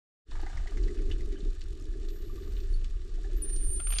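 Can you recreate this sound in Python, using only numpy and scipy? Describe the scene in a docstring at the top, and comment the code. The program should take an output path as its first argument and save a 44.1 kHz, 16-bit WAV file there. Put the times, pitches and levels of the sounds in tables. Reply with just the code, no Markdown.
"""Two short runs of soft pulses sound over rumbling water, heard from a camera housing just under the surface.
Water buffets the housing and washes over it in hollow swells; air pockets gulp and small bubbles ring.
The sea crackles with countless tiny impulses and a few louder snaps. Dolphins send out echolocation
clicks and gliding whistles, far off at first and near at the end, when knocks set the housing ringing."""
import sys
import numpy as np
from scipy import signal
from scipy.fft import rfft, irfft
from scipy.io import wavfile
from scipy.ndimage import uniform_filter1d

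SR = 44100
rng = np.random.default_rng(int(sys.argv[2]) if len(sys.argv) > 2 else 0)


def to_wav(s):
    """Save 16-bit WAV."""
    ch = np.atleast_2d(s).T  # columns
    pcm = np.round(np.clip(ch, -1, 1) * 32767)  # PCM
    wavfile.write(sys.argv[1], SR, pcm.astype(np.int16))


N = 176400

# Spectrum of the sea's crackle. Each row: frequency in Hz, relative gain in dB.
SEA_SPECTRUM = [(300, 1.5), (600, 1.5), (1050, -9), (1180, 6), (1350, -3), (1550, 1), (1740, 4.5),
                (2250, -3.5), (2560, 1), (2780, -2), (3000, 3), (3200, -6.5), (3450, 2), (4000, -0.5),
                (4450, 1), (5250, -5.5), (5570, 0), (6100, -7), (6900, -3.5), (9000, -10), (11000, -25.5),
                (15500, -49)]
# Spectrum of an echolocation click. Each row: frequency in Hz, relative gain in dB.
CLICK_SPECTRUM = [(1000, -23), (3000, 0), (7000, -4), (10500, -10.5), (12500, -14.5), (14000, -25),
                  (15500, -35)]
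SIDE_DB = -31.5  # side signal relative to mid: the two channels are nearly alike


def undb(db):
    """Decibels express an amplitude ratio on a logarithmic scale; this returns the ratio."""
    return 10 ** (np.asarray(db) / 20)


def unit(x):
    """Normalisation to an rms of 1."""
    return x / np.sqrt(np.mean(x ** 2))


def curve(rows, column=1):
    """Linear interpolation of one column of a table over time."""
    rows = np.array(rows)
    return np.interp(np.arange(N) / SR, rows[:, 0], rows[:, column])


def wander(rate_hz):
    """Low-pass noise: random steps, smoothed twice, at an rms of 1."""
    hold = int(SR / rate_hz)
    steps = np.repeat(rng.standard_normal(N // hold + 1), hold)
    return unit(uniform_filter1d(uniform_filter1d(steps, hold), hold)[:N])


def colour(x, spectrum):
    """Minimum-phase filtering through (Hz, dB) points: causal, so its peaks ring on. The rms is 1."""
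    hz, db = np.array(spectrum).T
    size = x.shape[-1]
    f = np.maximum(np.fft.rfftfreq(size, 1 / SR), 1)
    gain = undb(np.interp(np.log(f), np.log(hz), db)) / np.sqrt(1 + (f / hz[-1] / 2) ** 10)
    cepstrum = irfft(np.log(gain), size)[:size // 2]
    response = np.exp(2 * rfft(cepstrum, size))
    return unit(irfft(rfft(x) * response, size))


def stereo_noise(size, side_db=SIDE_DB):
    """Partly coherent white noise: a common signal plus and minus a weaker side signal."""
    mid, side = rng.standard_normal((2, size))
    return mid + undb(side_db) * side * np.array([[1], [-1]])


def decay(t, t60):
    """Exponential damping, by 60 dB in t60 seconds."""
    return np.exp(-np.log(1000) * t / t60)


def add(out, start, sound):
    """Superposition of a sound on the mix, from a start in seconds."""
    i = int(start * SR)
    part = sound[..., :max(N - i, 0)]
    out[:, i:i + part.shape[-1]] += part


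def burst(spectrum, rise_s, t60, side_db=SIDE_DB, size=8192):
    """Transient excitation: a short pressure burst rings a set of resonances."""
    t = np.arange(size) / SR
    envelope = np.minimum(t / rise_s, 1) * decay(np.maximum(t - rise_s, 0), t60)
    return colour(stereo_noise(size, side_db) * envelope, spectrum) * np.sqrt(np.mean(envelope ** 2))


def sea_band(hz, octaves):
    """Band-pass weighting of the sea's spectrum, 3 dB down at the given octaves from the centre."""
    return [(f, db - min(3 * (np.log2(f / hz) / octaves) ** 2, 24)) for f, db in SEA_SPECTRUM]


def grains(per_s, spectrum, t60=0.042, spread_db=3.5):
    """A Poisson process: short grains of uneven strength add in power, blurred by distance."""
    onsets = rng.random(N) < per_s / SR
    strength = undb(spread_db * np.minimum(rng.exponential(size=N), 5))
    power = signal.lfilter([1], [1, -decay(1 / SR, t60) ** 2], onsets * strength ** 2 + 1e-12)
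    envelope = np.sqrt(np.abs(uniform_filter1d(power, 100)))
    return colour(stereo_noise(N) * envelope, spectrum)


def buffeting():
    """Flow noise: water pushing on the housing makes a deep, fluttering rumble."""
    # Each row: frequency in Hz, relative gain in dB.
    spectrum = [(10, -29.5), (20, -5), (27, -2), (33, -0.5), (42, -11.5), (60, -17.5), (100, -29.5),
                (135, -43.5), (220, -46), (400, -54), (600, -68.5)]
    # Each row: time in seconds, relative level in dB.
    surges = [(.3, -1), (.48, 3), (.57, 13), (.69, -1), (.82, 9.5), (.97, 2), (1.12, 8.5), (1.38, -2.5),
              (1.75, 4.5), (2.1, -0.5), (2.45, 3), (2.8, 3), (3.16, 0), (3.33, 5.5), (4, 2)]
    flutter = undb(1.5 * wander(rate_hz=17))
    return unit(colour(rng.standard_normal(N), spectrum) * flutter) * undb(curve(surges) - 32.5)


def wash():
    """Amplitude-modulated noise with a hollow peak: water churns over the housing, swells and ebbs."""
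    # Each row: frequency in Hz, relative gain in dB.
    spectrum = [(100, -14), (170, -13), (250, -10), (310, -0.5), (400, 2.5), (435, -5), (480, -20),
                (700, -30), (1000, -44)]
    # Each row: time in seconds, level in dB.
    swells = [(.3, -51.5), (.44, -55.5), (.57, -67), (.77, -43.5), (1.1, -46), (1.46, -45), (1.6, -63.5),
              (1.69, -50.5), (2.0, -49.5), (2.45, -48), (2.7, -56), (2.91, -61.5), (3.08, -51),
              (3.55, -49.5), (3.78, -53.5), (3.9, -61.5), (4, -61)]
    churn = undb(2 * wander(rate_hz=60))
    return colour(rng.standard_normal(N) * churn, spectrum) * undb(curve(swells))


def crackle():
    """Incoherent summation of tiny snaps, pops and the pod's clicks; the farthest merge into a hiss."""
    # Each row: time in seconds, overall level in dB.
    levels = [(.3, -58), (.45, -58.5), (.8, -58), (1.3, -61), (1.9, -62.5), (2.6, -60), (3.0, -62.5),
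              (3.5, -59.5), (4, -61.5)]
    pops = sum(grains(120, sea_band(hz, octaves=0.32)) for hz in (1290, 1710, 2880, 4250, 7100))
    ticks = grains(570, SEA_SPECTRUM)
    pod = grains(110, CLICK_SPECTRUM, t60=0.015)
    hiss = colour(stereo_noise(N), SEA_SPECTRUM)
    return (undb(-13) * pops + undb(-5) * ticks + undb(-13.5) * pod + undb(-5.5) * hiss) * undb(curve(levels))


def gulps(half_width_s=0.0038):
    """Air pockets collapse against the housing, each a Gaussian wave packet of a low tone."""
    # Each row: time of the peak in seconds, pitch in Hz, peak level in dB.
    pockets = [(0.436, 338, -36), (1.33, 340, -36), (1.432, 194, -35.5), (1.482, 218, -40.5)]
    t = np.arange(N) / SR
    return sum(undb(db) * np.cos(2 * np.pi * hz * (t - at)) * np.exp(-((t - at) / half_width_s) ** 2)
               for at, hz, db in pockets)


def snaps():
    """Diffuse reflection: the rippled surface returns each sharp snap as a blur."""
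    # Each row: start in seconds, relative level in dB, centre in Hz, half-width in octaves.
    events = [(0.3113, -47, 3800, 0.38), (0.8353, -45, 4050, 0.6), (1.1126, -34.5, 3060, 0.18),
              (1.117, -40.5, 2740, 0.96), (1.327, -50, 4300, 0.97), (1.4043, -48, 3700, .3),
              (1.609, -47, 4600, 0.74), (1.6152, -42.5, 3840, 0.63), (2.0862, -44, 4320, 0.43),
              (2.5662, -45.5, 3020, 0.3), (2.602, -48, 4380, .6), (2.844, -42, 3600, 0.89),
              (3.562, -43, 5940, 0.46)]
    out = np.zeros((2, N))
    for start, db, hz, octaves in events:
        band = sea_band(hz, octaves)
        direct = burst(band, rise_s=0.00048, t60=0.026)
        echo = undb(-13.5) * burst(band, rise_s=0.0077, t60=0.11)
        add(out, start, undb(db - 3.5) * (direct + echo))
    return out


def bubbles(glide_per_s=0.92, wobble=0.022, attack_s=0.0025):
    """Damped oscillators: small bubbles wobble, ring briefly and rise in pitch."""
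    # Each row: start in seconds, starting pitch in Hz, level in dB.
    events = [(1.355, 1595, -51), (1.367, 3020, -52.5), (2.296, 1174, -49.5), (2.378, 1180, -53),
              (2.473, 1155, -53), (2.738, 4410, -46.5), (3.18, 694, -53.5), (3.242, 1725, -49),
              (3.25, 767, -51.5), (3.295, 594, -53), (3.797, 1397, -42.5)]
    out, t = np.zeros((2, N)), np.arange(N) / SR
    envelope = np.minimum(t / attack_s, 1) * decay(t, t60=0.077)
    for start, hz, db in events:
        pitch = hz * (1 + glide_per_s * t + wobble * wander(rate_hz=630))
        add(out, start, undb(db) * envelope * np.sin(2 * np.pi * np.cumsum(pitch) / SR))
    return out


def knocks(pan_db=2.5, side_db=-7.5):
    """Impacts excite the modes of the housing: a crack and a short ring."""
    # Each row: start in seconds, relative level in dB, spectral tilt in dB per octave.
    taps = [(3.8, -36, -8), (3.8704, -36, -5.5), (3.904, -35, -5.5), (3.92, -36.5, -4), (3.9242, -32, -3.5),
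            (3.9349, -34, -5), (3.949, -41, 7), (3.958, -38, -1), (3.966, -34.5, -4.5), (3.977, -41, 0),
            (3.9844, -20.5, 2.5), (3.992, -41, -8)]
    # Resonances of the housing. Each row: frequency in Hz, relative gain in dB.
    housing = [(400, -26), (720, -13), (900, -15.5), (1200, -3.5), (1600, -5.5), (2000, -7), (2580, 4.5),
               (3030, 2), (3400, 2.5), (3830, -5), (4720, 0.5), (5500, -10), (6430, -5), (8000, -21.5),
               (12000, -33), (15500, -54)]
    out = np.zeros((2, N))
    for start, db, tilt in taps:
        spectrum = [(hz, gain + tilt * np.log2(hz)) for hz, gain in housing]
        crack = burst(spectrum, rise_s=0.00097, t60=0.02, side_db=side_db)
        ring = undb(-13) * burst(spectrum, rise_s=0.0013, t60=0.13, side_db=side_db)
        add(out, start, undb(db - 3.5) * (crack + ring))
    return out * undb([[pan_db / 2], [-pan_db / 2]])


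def echolocation():
    """Brief pulses have broad spectra: the dolphins' clicks are heard as thin ticks."""
    # Each row: start in seconds, relative level in dB.
    clicks = [(0.9877, -65), (1.1014, -60.5), (1.207, -62), (1.2535, -64), (1.322, -64), (1.504, -64),
              (1.53, -62), (1.549, -65), (1.5943, -65), (1.6376, -61), (1.6831, -62), (1.705, -62.5),
              (1.7277, -62.5), (1.7513, -66), (1.7723, -64), (1.7973, -62), (1.8222, -60.5),
              (1.8532, -61.5), (1.9156, -68), (3.048, -65), (3.1682, -75), (3.2146, -64)]
    out = np.zeros((2, N))
    for start, db in clicks:
        add(out, start, undb(db + 5) * burst(CLICK_SPECTRUM, rise_s=0.0016, t60=0.021))
    return out


def creak(first_hz=1010, floor_hz=680, sag_s=0.12, rise_s=0.005, ring_s=0.0023):
    """A pulse train, about 30 a second: each is a puff of noise with a resonance that sinks along the run."""
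    # Each row: time of the peak in seconds, relative level in dB.
    pulses = [(0.319, -44), (0.355, -38.5), (0.396, -39.5), (0.433, -38.5), (0.468, -37.5), (0.499, -40),
              (0.531, -40), (0.564, -41.5), (0.598, -42.5), (0.63, -49), (0.66, -43), (0.69, -46),
              (0.72, -43)]
    # Each row: frequency in Hz, relative gain in dB.
    puff_spectrum = [(500, -7), (700, 1.5), (970, 2.5), (1070, -15), (1200, 8), (1350, -4.5), (1650, 4),
                     (3000, -21)]
    out = np.zeros((2, N))
    for at, db in pulses:
        puff = burst(puff_spectrum, rise_s, t60=0.13)
        t = np.arange(puff.shape[-1]) / SR - rise_s
        hz = floor_hz + (first_hz - floor_hz) * np.exp(-(at - pulses[0][0]) / sag_s)
        ring = np.cos(2 * np.pi * hz * t) * np.exp(-np.abs(t) / ring_s)
        add(out, at - rise_s, undb(db) * (undb(-4.5) * ring + undb(-11.5) * puff))
    return out


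def bright_pulses():
    """A slower pulse train, about 10 a second, excites a resonance near 2 kHz."""
    # Each row: start in seconds, relative level in dB.
    pulses = [(.356, -47), (.463, -36.5), (0.5713, -34.5), (0.6711, -34), (0.771, -35.5), (0.8795, -37),
              (0.9863, -43), (1.1015, -41), (1.2049, -42.5), (1.32, -44.5)]
    # Each row: frequency in Hz, relative gain in dB.
    spectrum = [(700, -14.5), (1500, -7.5), (2000, 5.5), (2600, -15.5), (4200, -12.5), (7000, -17),
                (11000, -40)]
    out = np.zeros((2, N))
    for start, db in pulses:
        add(out, start, undb(db - 11.5) * burst(spectrum, rise_s=0.0011, t60=0.073))
    return out


def whistle(contour, image_db, waver, pan_db=0, mirror_hz=12000, edge_s=0.0012):
    """Frequency modulation: a pure tone glides and wavers, with a fainter image folded about mirror_hz."""
    t = np.arange(N) / SR
    hz = curve(contour) * (1 + waver * wander(rate_hz=300))
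    tone, image = (np.sqrt(2) * np.sin(2 * np.pi * np.cumsum(f) / SR) for f in (hz, 2 * mirror_hz - hz))
    image_gain = undb(image_db - 9 * np.abs(hz - mirror_hz) / 1000)  # 9 dB less per kHz from the fold
    gate = np.clip((t - contour[0][0]) / edge_s, 0, 1) * np.clip((contour[-1][0] - t) / edge_s + 1, 0, 1)
    level = undb(curve(contour, column=2) + wander(rate_hz=70))  # flutters by about 1 dB
    sides = undb(pan_db / 2 * np.array([[1], [-1]]))
    return (tone + image_gain * image) * gate * level * sides / sides.mean(axis=0)


def whistles(echo_s=0.00463, tail_samples=8192):
    """Multipath propagation: the dolphins' whistles arrive directly and by way of the rippled surface."""
    # Distant calls. Each row: time in seconds, pitch in Hz, level in dB.
    far_call = [(2.055, 15400, -86), (2.075, 13900, -76), (2.1, 12550, -69), (2.135, 11830, -67.5),
                (2.21, 12100, -70), (2.25, 12450, -74), (2.32, 12600, -74), (2.38, 12780, -71.5),
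                (2.425, 13200, -74), (2.52, 13200, -75), (2.6, 14080, -74), (2.665, 14650, -78)]
    far_chirp = [(2.695, 9250, -73), (2.73, 9500, -68), (2.78, 9720, -73)]
    falling = [(3.342, 15400, -79), (3.355, 13600, -76), (3.378, 12300, -58), (3.395, 12000, -70),
               (3.42, 11950, -58)]
    # Near calls. Each row: time in seconds, pitch in Hz, level in dB, left over right in dB.
    looping = [(3.598, 9050, -51, 0), (3.625, 10750, -71, 4), (3.642, 11240, -58, 3), (3.69, 11080, -56, 4),
               (3.74, 11300, -54, 3), (3.765, 10570, -63, 12), (3.79, 9360, -49, 20),
               (3.815, 9120, -45, 12), (3.845, 9530, -55, 23), (3.88, 11150, -57, 8),
               (3.915, 12350, -49, 3), (3.955, 12800, -64, 7), (4.0, 14200, -73, 8)]
    held = [(3.42, 9470, -36, 3), (3.435, 9410, -36, 3), (3.453, 9280, -40, 3), (3.468, 9180, -47, 1),
            (3.489, 9155, -42, -7), (3.517, 9165, -47, -9), (3.533, 9122, -40, -5), (3.583, 9129, -44, -9),
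            (3.631, 9088, -39, -4), (3.703, 9088, -42, -6), (3.727, 9040, -36, -2), (3.755, 9010, -39, -1),
            (3.81, 8980, -39, 1), (3.9, 9032, -38, -1), (3.94, 9012, -38, -2), (4.0, 9031, -38, -2)]
    far = whistle(far_call, image_db=-11, waver=0.0022, pan_db=-10.5)
    far += whistle(far_chirp, image_db=-11, waver=0.015)
    gliding = whistle(falling, image_db=-11, waver=0.0022)
    gliding += whistle(looping, image_db=-2, waver=0.0047, pan_db=curve(looping, column=3))
    calls = far + gliding + whistle(held, image_db=-2, waver=0.00068, pan_db=curve(held, column=3))
    # The surface mirrors the gliding whistles and makes them beat.
    add(calls, echo_s, undb(-15 + 2 * wander(rate_hz=130)) * gliding)
    scatter = stereo_noise(tail_samples) * decay(np.arange(tail_samples) / SR, t60=0.16)
    scatter /= np.sqrt(np.sum(scatter[0] ** 2))
    return calls + undb(-13.5) * signal.fftconvolve(calls, scatter, axes=1)[:, :N]


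def scene():
    """Linear superposition: the pressures of all sources in the water add."""
    water = buffeting() + wash() + crackle() + gulps() + snaps() + bubbles()
    dolphins = echolocation() + creak() + bright_pulses() + whistles()
    return water + dolphins + knocks()


def record(dry, start_s=0.25, fade_s=0.062, top_hz=15700):
    """Band limiting: a steep low-pass cuts the top, and the sound fades in after a brief silence."""
    opening = np.clip((np.arange(N) / SR - start_s) / fade_s, 0, 1) ** 2
    return signal.sosfilt(signal.ellip(10, .1, 80, top_hz, fs=SR, output="sos"), dry * opening)


dry = scene()
out = record(dry)
to_wav(out)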